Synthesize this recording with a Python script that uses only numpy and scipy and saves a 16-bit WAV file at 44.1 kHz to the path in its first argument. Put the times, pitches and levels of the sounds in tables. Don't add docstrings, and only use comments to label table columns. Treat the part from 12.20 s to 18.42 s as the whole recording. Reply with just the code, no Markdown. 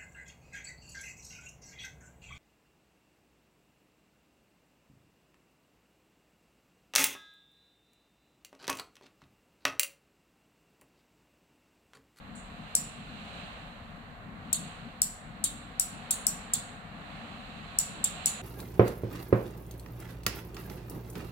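import sys
import numpy as np
from scipy import signal
from scipy.fft import rfft, irfft, next_fast_len
from scipy.io import wavfile

SR = 44100
rng = np.random.default_rng(int(sys.argv[2]) if len(sys.argv) > 2 else 0)


def dump_mix(stems):
    frames = np.atleast_2d(stems).T
    limited = np.clip(frames, -1, 1)
    pcm = np.round(limited * 32767).astype(np.int16)
    wavfile.write(sys.argv[1], SR, pcm)


N = 274169


def from_db(db):
    return 10 ** (np.asarray(db) / 20)


def rms_one(x):
    return x / np.sqrt(np.mean(x ** 2) + 1e-20)


def in_time(rows):
    s, *columns = np.transpose(rows)
    return [np.interp(np.arange(N) / SR, s, c) for c in columns]


def at_hz(rows, hz):
    points, *columns = np.transpose(rows)
    return [np.interp(np.log(hz), np.log(points), c) for c in columns]


def pan(db):
    return from_db(np.array([[.5], [-.5]]) * db)


def add(out, sound, s):
    start = max(round(s * SR), 0)
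    out[:, start:start + sound.shape[1]] += sound[:, :max(out.shape[1] - start, 0)]


def poles(hz, width_hz):
    r = np.exp(-np.pi * width_hz / SR)
    return np.array([1, -2 * r * np.cos(2 * np.pi * hz / SR), r * r])


def resonate(x, hz, width_hz):
    a = poles(hz, width_hz)
    return signal.lfilter(np.array([1, 0, -1]) * (1 - a[2]) / 2, a, x)


def drift(rate_hz):
    step, run_in = 40, 2000
    r = np.exp(-2 * np.pi * step * rate_hz / SR)
    white = rng.standard_normal(N // step + run_in + 2)
    slow = signal.lfilter([1], [1, -2 * r, r * r], white)[run_in:]
    return np.interp(np.arange(N) / step, np.arange(len(slow)), rms_one(slow))


def air_noise(spectrum):
    # frequency in Hz, likeness from -1 to 1, balance in dB.
    image = [(40, 0.81, 0), (150, 0.91, 4), (300, .8, 4), (678, 0.62, 3.5), (1270, -0.15, 1),
             (2647, 0.012, -5.5), (4040, -0.079, -11), (6000, 0, -0.5), (14430, -0.26, -2)]
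    hz = np.maximum(np.fft.rfftfreq(next_fast_len(N), 1 / SR), 1)
    alike, balance_db = at_hz(image, hz)
    octaves_outside = np.abs(np.log2(hz / np.clip(hz, spectrum[0][0], spectrum[-1][0])))
    colour = from_db(at_hz(spectrum, hz)[0] - 60 * octaves_outside)
    mid, side = rfft(rng.standard_normal((2, next_fast_len(N))))
    pair = np.sqrt(1 + alike) * mid + np.sqrt(1 - alike) * side * [[1], [-1]]
    return rms_one(irfft(pair * colour * pan(balance_db))[:, :N])


def room_tone():
    # frequency in Hz, relative density in dB.
    rumble_colour = [(22, -8), (41, 3), (62, -4), (90, -1.5), (122, -4.5)]
    drone_colour = [(115, -11.5), (150, -0.5), (203, -0.5), (238, -1), (265, -10), (290, -7), (336, -21.5),
                    (420, -19)]
    # time in seconds, relative level in dB.
    drone_ride = [(0, -49), (1.92, -52), (2.1, -47.5), (2.45, -47.8), (2.92, -53.5), (3.15, -48.5),
                  (4.9, -49.4), (5.7, -48), (6.22, -51)]
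    waver_db = 2 * drift(rate_hz=5.7)
    drone_db = in_time(drone_ride)[0] + waver_db + 0.77
    return from_db(-53) * air_noise(rumble_colour) + from_db(drone_db) * air_noise(drone_colour)


def distant_traffic():
    # time in seconds, relative levels of the roar and of the tyres in dB.
    swells = [(0, -54.5, -63.5), (.5, -51, -56.5), (.85, -53, -56), (1.19, -48.7, -51.5), (1.62, -53, -61),
              (2.13, -53, -64.5), (2.48, -50.5, -55), (2.92, -54, -63.5), (3.15, -52.5, -62),
              (3.62, -52, -58.5), (3.95, -48.7, -54), (4.44, -49.6, -58), (4.7, -51.5, -60.5),
              (4.97, -49, -55), (5.27, -51, -55.5), (5.86, -49, -53), (6.03, -48, -49.5),
              (6.22, -48, -52.5)]
    # frequency in Hz, relative density in dB.
    roar_colour = [(330, -16.5), (420, -10), (510, -6), (640, -5), (722, 0), (790, -3.5), (930, -7.5),
                   (1030, -5.5), (1100, -2), (1190, -4), (1600, -6), (1880, -7.5), (2300, -12.5)]
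    tyre_colour = [(1700, -22.5), (2200, -7), (2700, -0.5), (3300, -8), (4200, -7), (4650, -17.5),
                   (5200, -28), (6900, -23), (7450, -16.5), (8100, -25.5), (9100, -21.5), (9600, -46.5)]
    hiss_colour = [(4500, -13.5), (7500, -6), (10000, -5.5), (12800, 2.5), (15600, 0), (16100, -37.5)]
    roar_db, tyre_db = in_time(swells)
    hiss_db = -78.5 + .3 * (tyre_db - tyre_db.mean())
    roar = from_db(roar_db + 2.0) * air_noise(roar_colour)
    tyres = from_db(tyre_db + 3.5) * air_noise(tyre_colour)
    return roar + tyres + from_db(hiss_db) * air_noise(hiss_colour)


def room_response(early_db, early_t60, build_s, size=26000):
    # frequency in Hz, level in dB, seconds to fall 60 dB, balance in dB.
    reverb = [(2520, 8, 0.61, -6), (4210, 8, 0.64, -7.5), (5000, -5, 0.38, 0), (7200, 0, 0.47, -7.5),
              (9100, -7.5, .44, 2.5), (12000, -5.5, 0.29, -0.5), (15500, -4.5, .28, 0.5),
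              (16800, -22.5, 0.18, -6)]
    t, out = np.arange(size) / SR, 0
    hz = np.fft.rfftfreq(size, 1 / SR)
    white = rfft(rng.standard_normal((2, size)))
    edges_hz = np.geomspace(1500, 18000, 26)
    for low, high in zip(edges_hz, edges_hz[1:]):
        level_db, t60, side_db = at_hz(reverb, np.sqrt(low * high))
        fade = from_db(-60 * t / t60) + from_db(early_db - 60 * t / early_t60)
        fade = fade * (1 - np.exp(-(t / build_s) ** 2))
        band = irfft(white * ((hz >= low) & (hz < high)))
        out = out + band * fade / np.linalg.norm(fade) * from_db(level_db) * pan(side_db)
    return out


def far_tick():
    # start in seconds, relative strength in dB.
    cues = [(0.149, 1.5)]
    out = np.zeros((2, N))
    for s, db in cues:
        echoes = room_response(early_db=-25.5, early_t60=.2, build_s=0.0061)
        tick = resonate(echoes, hz=7400, width_hz=920)
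        tick = resonate(tick, hz=8800, width_hz=1300)
        add(out, from_db(db) * tick, s)
    return out


def brighten(modes, db_per_octave, pivot_hz=7800):
    return [(hz, width, db + db_per_octave * np.log2(hz / pivot_hz), side)
            for hz, width, db, side in modes]


def ring(modes, beaming, vary_db, size=2048):
    blow, out = signal.unit_impulse(size), 0
    for k, (hz, width_hz, level_db, side_db) in enumerate(modes):
        gain = (-1) ** k * from_db(level_db + vary_db * rng.normal())
        out = out + gain * pan(beaming * side_db) * resonate(blow, hz, width_hz)
    return out


def click(modes, touches, beaming, lead_s, jitter_s=0.00017, size=2600):
    out, touch = np.zeros((2, size)), ring(modes, beaming, vary_db=1.5)
    for after_s, db in touches:
        slip_s = jitter_s * rng.normal() * (after_s != 0)
        add(out, from_db(db) * touch, lead_s + after_s + slip_s)
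    return out


def smear(x, hz, width_hz):
    a = poles(hz, width_hz)
    return signal.lfilter(np.convolve(a[::-1], a[::-1]), np.convolve(a, a), x)


def relay(strokes, modes, touches, direct_db, wall_db, room_db, smear_width_hz):
    out = np.zeros((2, N))
    lead_s, right_lag_s, wall_echo_s = .004, .0003, .0026
    for s, db, bright_db in strokes:
        start, struck = s - lead_s, brighten(modes, bright_db)
        near = from_db(db + direct_db) * click(struck, touches, beaming=0.99, lead_s=lead_s)
        near = smear(near, hz=8200, width_hz=smear_width_hz)
        near = smear(near, hz=13210, width_hz=1100)
        left, right = near * [[1], [0]], near * [[0], [1]]
        add(out, left, start)
        add(out, right, start + right_lag_s)
        add(out, from_db(wall_db) * right, start + wall_echo_s + rng.uniform(0, 0.00072))
        spread = click(struck, touches, beaming=0.55, lead_s=lead_s)
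        room = room_response(early_db=8.5, early_t60=.11, build_s=0.0077)
        add(out, from_db(db + room_db) * signal.fftconvolve(spread, room, axes=1), start)
    return out


def pull_ins():
    # time in seconds, relative strength in dB, tilt in dB per octave.
    strokes = [(.5516, -2, -0.5), (2.8179, -1.7, 0), (3.5967, -2.4, 1.5), (4.0674, -1.7, 0),
               (5.5869, -2, -1.5), (6.0583, -3.5, 0.5)]
    # pitch and width in Hz, level and full-beam balance in dB.
    modes = [(4280, 390, -11, 0.5), (5300, 680, 5, 10), (5927, 130, 12.5, 8), (7120, 220, 16.5, -0.5),
             (7640, 373, 16, -4.5), (7890, 122, 20, 18), (8500, 290, 12.5, 14), (9434, 445, 21.5, 5),
             (9590, 830, 15.5, 10), (10950, 1100, 2, -7), (11500, 670, -0.5, 5.5), (12650, 520, 8.5, -1.7),
             (13500, 502, 0.5, 17.5), (15392, 257, 3.5, 4.5)]
    # seconds after the blow, relative level in dB.
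    touches = [(-.0019, -25.5), (0, 0.5)]
    return relay(strokes, modes, touches, direct_db=0.0, wall_db=-8.5, room_db=0.5, smear_width_hz=1300)


def drop_outs():
    # time in seconds, relative strength in dB, tilt in dB per octave.
    strokes = [(2.3291, 0.2, -0.5), (3.2403, -.4, 0), (3.9084, -0.5, 1), (4.3358, -0.3, -1.5),
               (5.8416, -1.5, 0)]
    # pitch and width in Hz, level and full-beam balance in dB.
    modes = [(3580, 470, -4, 1.5), (4570, 330, -4.5, -14), (5460, 445, -2.5, 13), (6510, 392, 3, 7.5),
             (6740, 110, 11.5, 2), (7190, 30, 15.5, 0), (7500, 150, 12.5, -19), (7740, 300, 13.5, 17.5),
             (8420, 310, 9.5, 14), (9007, 150, 20.5, 9.5), (9170, 1100, 6, 13), (10300, 270, 5.5, -0.5),
             (11130, 560, 5.5, -8.5), (11700, 1500, 2, 8.5), (13870, 800, -3, 8), (15420, 350, 1, 3.5)]
    # seconds after the blow, relative level in dB.
    touches = [(-.0011, -21), (0, -3), (.0029, -8.5), (.0047, -8.5)]
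    return relay(strokes, modes, touches, direct_db=-0.5, wall_db=-1.5, room_db=0.6, smear_width_hz=5790)


def scene():
    return pull_ins() + drop_outs() + far_tick() + room_tone() + distant_traffic()


def record(dry):
    cutoff_hz = 16700
    return signal.sosfilt(signal.ellip(10, .1, 80, cutoff_hz, fs=SR, output="sos"), dry)


dry = scene()
out = record(dry)
dump_mix(out)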